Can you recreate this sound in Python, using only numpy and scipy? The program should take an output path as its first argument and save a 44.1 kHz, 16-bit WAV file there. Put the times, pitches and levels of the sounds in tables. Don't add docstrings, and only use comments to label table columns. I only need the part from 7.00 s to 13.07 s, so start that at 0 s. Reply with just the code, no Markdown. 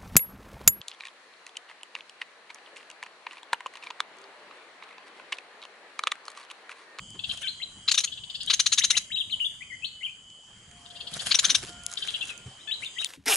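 import sys
import numpy as np
from scipy import signal
from scipy.fft import rfft, irfft, next_fast_len
from scipy.io import wavfile
from scipy.ndimage import uniform_filter1d, map_coordinates

SR = 44100
rng = np.random.default_rng(int(sys.argv[2]) if len(sys.argv) > 2 else 0)


def volts(x):
    e = np.asarray(x, float) / 20
    return 10 ** e


def generate_wav(signal):
    frames = np.transpose(np.atleast_2d(signal))
    scaled = np.clip(frames, -1, 1) * 32767
    pcm = np.round(scaled).astype(np.int16)
    wavfile.write(sys.argv[1], SR, pcm)


N = 267687
TOP_HZ = 11050


def unit(x):
    return x / np.sqrt(np.mean(x ** 2) + 1e-20)


def along(points, hz):
    f, v = np.transpose(points)
    return np.interp(np.log(hz + 1), np.log(f + 1), v)


def curves(rows):
    s, *columns = np.transpose(rows)
    return [np.interp(np.arange(N) / SR, s, column) for column in columns]


def wobble(rate, size=N):
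    knots = rng.standard_normal(int(size * rate / SR) + 4)
    return map_coordinates(knots, [np.arange(size) * rate / SR])


def filtered(x, response):
    m = next_fast_len(x.shape[-1] + 8192)
    spectrum = rfft(x, m) * response(np.fft.rfftfreq(m, 1 / SR))
    return irfft(spectrum, m)[..., :x.shape[-1]]


def resonances(modes):
    def response(f):
        return sum((-1) ** k * volts(db) * 1j * f * width / (hz * hz - f * f + 1j * f * width)
                   for k, (hz, width, db) in enumerate(modes))
    return response


def add(track, s, sound):
    part = track[..., round(s * SR):][..., :sound.shape[-1]]
    part += sound[..., :part.shape[-1]]


# (frequency [Hz], likeness [0 to 1])
LIKENESS = [(60, 0.97), (170, 1), (490, 0.71), (1390, 0.52), (3960, 0.2), (11300, 1)]


def rush(gain, patchy_db):
    z = signal.stft(rng.standard_normal((2, N)), nperseg=512)[2]
    patches = uniform_filter1d(uniform_filter1d(rng.standard_normal(z.shape[1:]), 6, 0), 10, 1)
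    pair = signal.istft(z * volts(patchy_db * unit(patches)), nperseg=512)[1][:, :N]

    def middle_and_side(hz):
        turn = np.arccos(np.clip(along(LIKENESS, hz), -1, 1)) / 2
        return gain(hz) * [np.cos(turn), np.sin(turn)]

    mid, side = filtered(pair, middle_and_side)
    return unit(np.array([mid + side, mid - side]))


# (frequency [Hz], time to fall 60 dB [s])
ECHO_TIMES = [(1000, 0.19), (4000, 0.23), (10000, 0.36)]


def echoes(x, life):
    hz, t, z = signal.stft(rng.standard_normal((2, SR // 2)), SR, nperseg=256)
    decay = volts(-60 * t / (life * along(ECHO_TIMES, hz)[:, None]))
    tail = signal.istft(z * decay, SR, nperseg=256)[1]
    late = np.pad(x, (200, 0))
    return signal.fftconvolve(late[None], tail / np.linalg.norm(tail[0]), axes=1)[:, :N]


def placed(x, side, lag_s):
    def response(f):
        level = volts(np.outer([.5, -.5], along(side, f)))
        return level * np.exp(np.outer([1j, -1j], np.pi * f * lag_s))
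    return filtered(x, response)


# (time [s], level [dB])
RUMBLE_LEVEL = [(0.0, -54.5), (0.98, -61.5), (1.55, -57.5), (1.76, -55.5), (2.64, -62.5), (3.11, -62),
                (4.06, -62), (4.38, -57.5), (4.62, -55), (4.95, -64), (5.29, -63), (6.07, -69.5)]
# (frequency [Hz], relative level [dB per Hz])
RUMBLE_COLOUR = [(12, -60), (20, -9.5), (65, -1.5), (108, 1), (203, -1.5), (308, -10.5), (500, -27),
                 (650, -26), (1100, -120)]


def rumble():
    level = volts(curves(RUMBLE_LEVEL)[0] + 1.5 * wobble(9))
    return level * rush(lambda f: volts(along(RUMBLE_COLOUR, f)), patchy_db=2.5)


# (time [s], insect level [dB], air level before a fixed boost [dB])
HISS_LEVELS = [(0.0, -50.5, -63.5), (0.93, -52.5, -61), (1.5, -51.5, -63), (1.72, -48.5, -68),
               (2.11, -50, -64), (3.25, -56, -66), (4.02, -56.5, -57.5), (4.36, -49.5, -59),
               (5.6, -54, -57.5), (6.07, -44.5, -61)]
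# (frequency [Hz], relative level [dB per Hz])
AIR_COLOUR = [(200, -9), (400, -6), (1100, -5), (2500, -7.5), (4000, -11), (5600, -12.5), (8500, -15),
              (11200, -21)]


def air():
    level = volts(curves(HISS_LEVELS)[1] + 4.0)
    return level * rush(lambda f: volts(along(AIR_COLOUR, f)), patchy_db=3.0)


# (centre [Hz], width [Hz], relative level [dB])
INSECT_BANDS = [(3120, 157, 4), (4780, 186, -10), (6380, 28, 0), (7330, 540, -6), (9160, 265, -12.5)]


def insects():
    def bands(f):
        return np.sqrt(sum(volts(2 * db) * np.exp(-((f - hz) / width) ** 2) for hz, width, db in INSECT_BANDS))
    level = volts(curves(HISS_LEVELS)[0] + .5 * wobble(6))
    return level * rush(bands, patchy_db=.5)


def tones(rows, blur_hz, waver_db):
    track = np.zeros((2, N))
    for start, end, first_hz, last_hz, db in rows:
        size = int((end - start) * SR)
        u = np.arange(size) / size
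        hz = first_hz + (last_hz - first_hz) * u + blur_hz * wobble(28.74, size=size)
        fade = np.clip(6 * np.minimum(u, 1 - u), 0, 1)
        level = volts(db + waver_db * wobble(11.6, size=size)) * fade
        phase = 2 * np.pi * np.cumsum(hz) / SR + rng.normal(0, 0.66, (2, 1))
        add(track, start, np.sqrt(2) * level * np.sin(phase))
    return track


# (start [s], end [s], first pitch [Hz], last pitch [Hz], level [dB])
HUM_TONES = [(3.66, 4.2, 704, 705, -61), (4.62, 5.0, 705, 706, -59), (4.66, 5.0, 1410, 1412, -59),
             (5.0, 5.5, 1412, 1414, -64)]


def hum():
    return tones(HUM_TONES, blur_hz=4.4, waver_db=2.5)


# (start [s], end [s], first pitch [Hz], last pitch [Hz], level [dB])
CRICKET_TRILLS = [(0, .6, 3070, 3085, -57), (.4, 1.4, 3225, 3225, -59), (.6, 1.5, 2990, 3010, -59),
                  (2.2, 3.65, 2980, 3018, -56.5), (2.2, 3.35, 3072, 3110, -58), (2.9, 4.9, 3155, 3232, -59),
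                  (4.6, 6.07, 3075, 3100, -58), (5.2, 6.07, 3000, 3015, -64), (0, 3, 9250, 9300, -72),
                  (3.5, 4.2, 9200, 9250, -74)]


def crickets():
    return tones(CRICKET_TRILLS, blur_hz=4.9, waver_db=4.5)


# (start [s], end [s], level [dB])
RUSTLE_BOUTS = [(0.306, 0.313, -41.5), (0.421, 0.439, -45), (1.453, 1.485, -51.5), (1.493, 2.024, -51),
                (4.147, 4.145, -34.5), (4.2, 4.208, -39.5), (4.269, 4.283, -38), (4.31, 4.453, -45.5),
                (4.484, 4.5, -33), (4.562, 4.593, -46), (4.631, 4.634, -43), (4.68, 4.707, -46),
                (4.896, 4.95, -48.5), (4.99, 5.294, -46), (5.82, 5.835, -51), (6.009, 6.073, -46.5)]


def flutter():
    t = np.arange(N) / SR
    rise_db_per_s, fall_db_per_s = 491, 248
    level = np.zeros(N)
    for start, end, db in RUSTLE_BOUTS:
        before, after = np.maximum(start - t, 0), np.maximum(t - end, 0)
        level += volts(db - rise_db_per_s * before - fall_db_per_s * after)
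    return level


# (frequency [Hz], relative level [dB per Hz])
WING_COLOUR = [(59, -48), (100, -3), (226, -21.5), (700, -2.5), (837, -10), (1580, 2.5), (2000, -1.5),
               (3160, -2), (9620, -6), (11500, -5), (15000, -60), (22000, -120)]


def rustle(level):
    grains = volts(4.0 * wobble(60) + 2.25 * wobble(400))
    noise = rush(lambda f: volts(along(WING_COLOUR, f)), patchy_db=2.5)
    return level * unit(grains * noise)


# (frequency [Hz], width [Hz], relative level [dB])
WIRE_RINGING = [(2000, 1300, -10.5), (3830, 660, 4), (6530, 850, 5), (9820, 2000, 0)]


def patter(level):
    hits_per_s, over_rustle_db, spread_db = 54, 11, 0.5
    hits = (rng.random(N) < hits_per_s / SR) * volts(spread_db * rng.standard_normal((2, N))) * level
    t = np.arange(SR // 100) / SR
    snap = filtered(rng.standard_normal(len(t)) * volts(-60 * t / 0.0099), resonances(WIRE_RINGING))
    return volts(over_rustle_db) * signal.fftconvolve(hits, snap[None] / abs(snap).max(), axes=1)[:, :N]


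# (time [s], peak level [dB], body level below 4500 Hz [dB], left over right [dB])
SHORT_TICKS = [(0.105, -37.5, -23, 11), (0.375, -30, -12, 3), (1.4337, -26, -16, -4), (1.4633, -27, -3, 6),
               (3.302, -43.5, 7, -13), (3.7133, -39.5, 11, -9), (3.892, -49, -18, -16),
               (4.14, -27.5, -13, -22), (4.4858, -22, 24, 9), (4.65, -30, 11, -2), (4.8365, -29, -10, 0),
               (4.927, -31, -8, -11), (4.8648, -13, -8, 5.5), (4.916, -23.5, -8, -2), (4.938, -23, -13, 5),
               (5.075, -28, 13, 19), (5.1068, -24.5, 9, 13), (5.255, -35, -10, -16), (5.284, -37, -13, -23),
               (5.378, -44, -17, -33), (5.848, -24, 11, 3), (6.0463, -9, -0.5, 6.5)]


def short_ticks():
    track = np.zeros((2, N))
    t = np.arange(SR // 10) / SR
    for s, db, body_db, pan_db in SHORT_TICKS:
        burst = rng.standard_normal(len(t)) * volts(-60 * t / .006)
        snap = filtered(burst, lambda f: resonances(WIRE_RINGING)(f) * volts((body_db + 2.5) * (f < 4500)))
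        sides = volts(np.array([[pan_db], [-pan_db]]) / 2)
        add(track, s - .0005, volts(db + 0.5) * snap / abs(snap).max() * sides)
    return track


# (time [s], level before a fixed cut [dB], pitch of the thud [Hz])
FRAME_BUMPS = [(0.144, -46.5, 387), (4.119, -35.5, 150), (4.157, -33, 156), (4.261, -33.5, 171),
               (4.476, -34.5, 195), (4.519, -37.5, 259), (4.626, -38.5, 330), (4.687, -45, 330),
               (5.458, -26, 131)]


def frame_bumps():
    track = np.zeros((2, N))
    t = np.arange(SR // 10) / SR
    for s, db, hz in FRAME_BUMPS:
        knock = unit(filtered(rng.standard_normal(len(t)), resonances([(330, 78, -8), (1220, 2100, -22)])))
        thud = np.sin(2 * np.pi * hz * t + 0.86 * wobble(143, size=len(t)))
        shape = volts(db - 3.5 - 60 * t / 0.12) * (1 - np.exp(-t / 0.0051))
        add(track, s, shape * ((hz / 300) ** 2 * knock + thud))
    return track


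def cage():
    level = flutter()
    return patter(level) + rustle(level) + short_ticks() + frame_bumps()


def voice(rows, db, overtones_db, carry):
    soft_db, swell_s, fade_s = 6.5, 0.0079, .0018
    s, hz = np.transpose(rows)
    t = np.arange(s[0], s[-1], 1 / SR)
    pitch = uniform_filter1d(np.interp(t, s, hz), 90)
    phase = 2 * np.pi * np.cumsum(pitch * (1 + 0.017 * wobble(248.8, size=len(t)))) / SR
    fade = np.clip(np.minimum(t - s[0], s[-1] - t) / fade_s, 0, 1)
    tone = sum(volts(o) * np.sin((k + 1) * phase) for k, o in enumerate(overtones_db))
    swell_db = -soft_db * np.exp(-(t - s[0]) / swell_s)
    level_db = db + along(carry, pitch) + swell_db + 1.73 * wobble(187, size=len(t))
    return np.sqrt(2) * volts(level_db) * fade * tone


# (time [s], pitch [Hz])
WHISTLES = [
    [(0.467, 1710), (0.475, 3380), (0.482, 3800), (0.495, 4420)],
    [(0.6, 2000), (0.614, 2185), (0.622, 3190), (0.629, 4050), (0.64, 3870)],
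    [(1.805, 1565), (1.815, 2220), (1.827, 4030), (1.839, 3794)],
    [(1.93, 2160), (1.945, 2060), (1.96, 3200)],
    [(2.102, 1620), (2.112, 2170), (2.127, 3880), (2.144, 3790), (2.157, 3770)],
    [(2.158, 3500), (2.166, 2584), (2.182, 3790), (2.2, 3710), (2.222, 2740)],
    [(2.297, 2100), (2.305, 3120)],
    [(2.305, 4110), (2.315, 4170), (2.331, 3130), (2.345, 2990)],
    [(2.396, 1910), (2.405, 3150), (2.42, 2810), (2.438, 2830), (2.456, 3550), (2.472, 3360)],
    [(2.607, 2080), (2.619, 2070), (2.624, 2440), (2.632, 2620)],
    [(2.7, 2180), (2.722, 1947), (2.742, 2130), (2.752, 1950)],
    [(2.822, 2580), (2.842, 2640), (2.854, 4220), (2.876, 4380)],
    [(3.008, 2093), (3.024, 2090), (3.03, 2760), (3.042, 3095), (3.06, 3190), (3.068, 2440), (3.084, 2370),
     (3.098, 2680)],
    [(5.153, 2940), (5.165, 2900)],
    [(5.221, 2780), (5.234, 2740)],
    [(5.292, 2840), (5.3, 2630), (5.322, 2480)],
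    [(5.595, 3500), (5.629, 4020)],
    [(5.705, 1950), (5.713, 2890), (5.722, 3800), (5.737, 3904), (5.745, 4150)],
    [(5.82, 1927), (5.834, 2470), (5.842, 3080)],
    [(5.843, 2300), (5.851, 3240)],
    [(5.853, 4470), (5.863, 3520), (5.875, 3600)],
    [(5.962, 1900), (5.98, 2060), (5.992, 3760), (6.012, 3730), (6.02, 4020)],
    [(6.022, 3290), (6.029, 2430), (6.038, 3020)],
    [(6.052, 3750), (6.068, 3510)],
]
WHISTLE_LEVELS = [-25, -32, -26, -27, -30.5, -30, -28, -30, -28.5, -30.5, -32.5, -30, -34.5, -31, -27.5,
                  -30, -51, -28.5, -27.5, -32, -34, -32.5, -28, -29.5]
# (pitch [Hz], change in level [dB])
WHISTLE_CARRY = [(1600, -13), (2050, -9), (2500, -14), (2850, -3.5), (3150, 1), (3500, -4.5), (3850, -1),
                 (4300, -12)]
# (time [s], pitch [Hz])
NASAL_NOTES = [
    [(.418, 653), (.436, 877), (.448, 775), (.466, 774)],
    [(5.672, 696), (5.68, 894), (5.695, 854), (5.705, 870)],
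]
NASAL_LEVELS = [-40, -38.5]


def singer():
    track = np.zeros(N)
    for note, db in zip(WHISTLES, WHISTLE_LEVELS):
        add(track, note[0][0], voice(note, db, [0, -42, -24], WHISTLE_CARRY))
    for note, db in zip(NASAL_NOTES, NASAL_LEVELS):
        add(track, note[0][0], voice(note, db, [-60, -9.5, -9.5, 1.0, -22], carry=[(800, 0)]))
    return track


# (time [s], rate [Hz])
PULSE_RATE = [(0, 906), (.006, 1170), (.0115, 1885), (.0135, 2927), (.03, 2876)]


def chatter(notes, uppers_db, colour, split_hz, reach_s, pitch, jitter, breath):
    lead_s = .003
    track, loudest_db = np.zeros(N), max(note[2] for note in notes)
    for (s, length, db), upper_db in zip(notes, uppers_db):
        size = int((abs(length) + 2 * lead_s) * SR)
        u = np.arange(size) / size
        unsteady = 1 + rng.normal(0, 0.0312) + jitter * wobble(878, size=size)
        hz = pitch * np.interp(reach_s * u, *np.transpose(PULSE_RATE)) * unsteady
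        phase = 2 * np.pi * np.cumsum(hz) / SR
        pulses = unit(sum(np.cos(k * phase + rng.uniform(0, 2 * np.pi)) * (k * hz < TOP_HZ)
                          for k in range(1, 12)))
        puffs = rng.standard_normal(size) * (1 + np.cos(phase))
        puffs *= volts(np.clip(.6 * (loudest_db - db), 0, 8))
        swell = np.sin(np.pi * u) ** 1.3 * volts(1.3 * wobble(350, size=size))
        shape = 1 + rng.normal(0, 0.04)
        lower, upper = filtered(pulses + breath * puffs,
                                lambda f: volts(along(colour, shape * f)) * [f < split_hz, f >= split_hz])
        beak = volts(upper_db) * (0.55 + 2.16 * u ** 2)
        sound = unit((unit(lower) + beak * unit(upper)) * swell)
        add(track, s - lead_s, volts(db - 1.0) * sound)
    return track


# (start [s], length before the added ends [s], level before a fixed cut [dB])
FAR_NOTES = [(0.1925, 0.0071, -36.5), (0.2387, 0.0087, -31.5), (0.2942, 0.0085, -32.5),
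             (0.3074, 0.0098, -32.5), (0.3738, 0.0094, -43.5), (1.0743, 0.0076, -38.5),
             (1.1183, 0.021, -39), (1.1737, 0.011, -41.5), (1.2379, 0.0053, -40), (1.2984, 0.0086, -37.5),
             (1.3457, 0.013, -35), (1.4037, 0.014, -35.5), (1.4255, 0.01, -42), (1.4742, 0.015, -32),
             (1.489, 0.013, -42), (3.8569, 0.0083, -49), (3.9017, 0.016, -49), (3.9507, 0.028, -46.5),
             (4.0053, 0.0093, -38.5), (4.068, 0.014, -38.5), (4.1294, 0.0207, -40.5), (4.1901, 0.0196, -36),
             (4.2566, 0.026, -36.5), (4.62, 0.012, -62), (4.678, 0.011, -49.5), (4.9727, 0.0067, -31.5),
             (5.0206, 0.016, -33.5), (5.0815, 0.012, -31.5), (5.1401, 0.015, -32), (5.2098, 0.01, -33),
             (5.2887, 0.014, -44)]
# (time [s], level [dB])
FAR_UPPER = [(0.2, -17), (1.2, -17), (1.42, -2.5), (1.48, -39), (4.0, -7), (4.7, -4), (5.05, -15),
             (5.15, -27)]
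# (frequency [Hz], relative level [dB])
FAR_COLOUR = [(1000, -67), (1500, -11.5), (2300, -31), (2800, 10.5), (3500, 11), (4100, 4.5), (4700, 8.5),
              (5500, -16), (7000, -18.5)]
# (frequency [Hz], left over right [dB])
FAR_BALANCE = [(500, -3), (2000, 11), (2800, 14), (4800, 3), (6000, 6)]


def far_bird():
    starts = np.transpose(FAR_NOTES)[0]
    uppers_db = np.interp(starts, *np.transpose(FAR_UPPER))
    call = chatter(FAR_NOTES, uppers_db, FAR_COLOUR, split_hz=4100, reach_s=.007,
                   pitch=.8, jitter=.03, breath=.35)
    call = call + singer()
    wet = volts(-2.5) * echoes(call, life=0.23) + volts(-3.0) * echoes(call, life=1.9)
    return placed(call, FAR_BALANCE, lag_s=.000055) + wet


# (start [s], length before the added ends [s], level before a fixed cut [dB])
NEAR_NOTES = [(0.8791, 0.025, -21.5), (0.9127, 0.015, -20), (0.9393, 0.02, -25.5), (0.9749, 0.023, -20),
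              (1.002, 0.012, -29), (1.0379, 0.015, -24), (1.4987, 0.022, -20.5), (1.5305, 0.018, -21),
              (1.5951, 0.016, -18), (1.6613, 0.015, -19), (1.7206, 0.024, -20), (1.742, 0.0087, -34),
              (1.7766, 0.024, -19.5), (1.8363, 0.022, -19.5), (1.9016, 0.018, -18.5), (1.9675, 0.02, -20),
              (4.3098, 0.023, -20), (4.3447, 0.014, -17.5), (4.3891, 0.012, -18), (4.4434, 0.016, -18.5),
              (4.462, 0.0081, -31), (4.4957, 0.017, -19), (4.514, 0.0075, -29), (4.5461, 0.017, -18.5)]
# (frequency [Hz], relative level [dB])
NEAR_COLOUR = [(700, -38), (1000, -21), (2000, -15), (2900, -10), (3400, -7.5), (3900, 2.5), (4600, -8.5),
               (5300, -14.5), (6300, 0.5), (7000, -6.5), (7600, -22), (9500, -17), (11500, -18)]
# (frequency [Hz], left over right [dB])
NEAR_BALANCE = [(500, 8), (1400, 2), (3400, 8.5), (4800, 4.5), (9000, 2.5)]


def near_bird():
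    pause_s, open_db, shut_db = .2, -1.5, -15
    gaps = np.diff([-1] + [note[0] for note in NEAR_NOTES])
    uppers_db = np.where(gaps > pause_s, shut_db, open_db)
    call = chatter(NEAR_NOTES, uppers_db, NEAR_COLOUR, split_hz=5300, reach_s=.021,
                   pitch=1, jitter=.06, breath=.47)
    wet = volts(-14.5) * echoes(call, life=0.9) + volts(-14.0) * echoes(call, life=0.19)
    return placed(call, NEAR_BALANCE, lag_s=.000018) + wet


def scene():
    background = rumble() + air() + insects() + hum() + crickets()
    return background + cage() + far_bird() + near_bird()


def roll_off(x):
    return signal.sosfilt(signal.butter(12, 11880, fs=SR, output="sos"), x)


def record(dry):
    mix = filtered(dry, lambda hz: np.where(hz < TOP_HZ, 1, volts(-30.5)))
    return roll_off(mix)


dry = scene()
out = record(dry)
generate_wav(out)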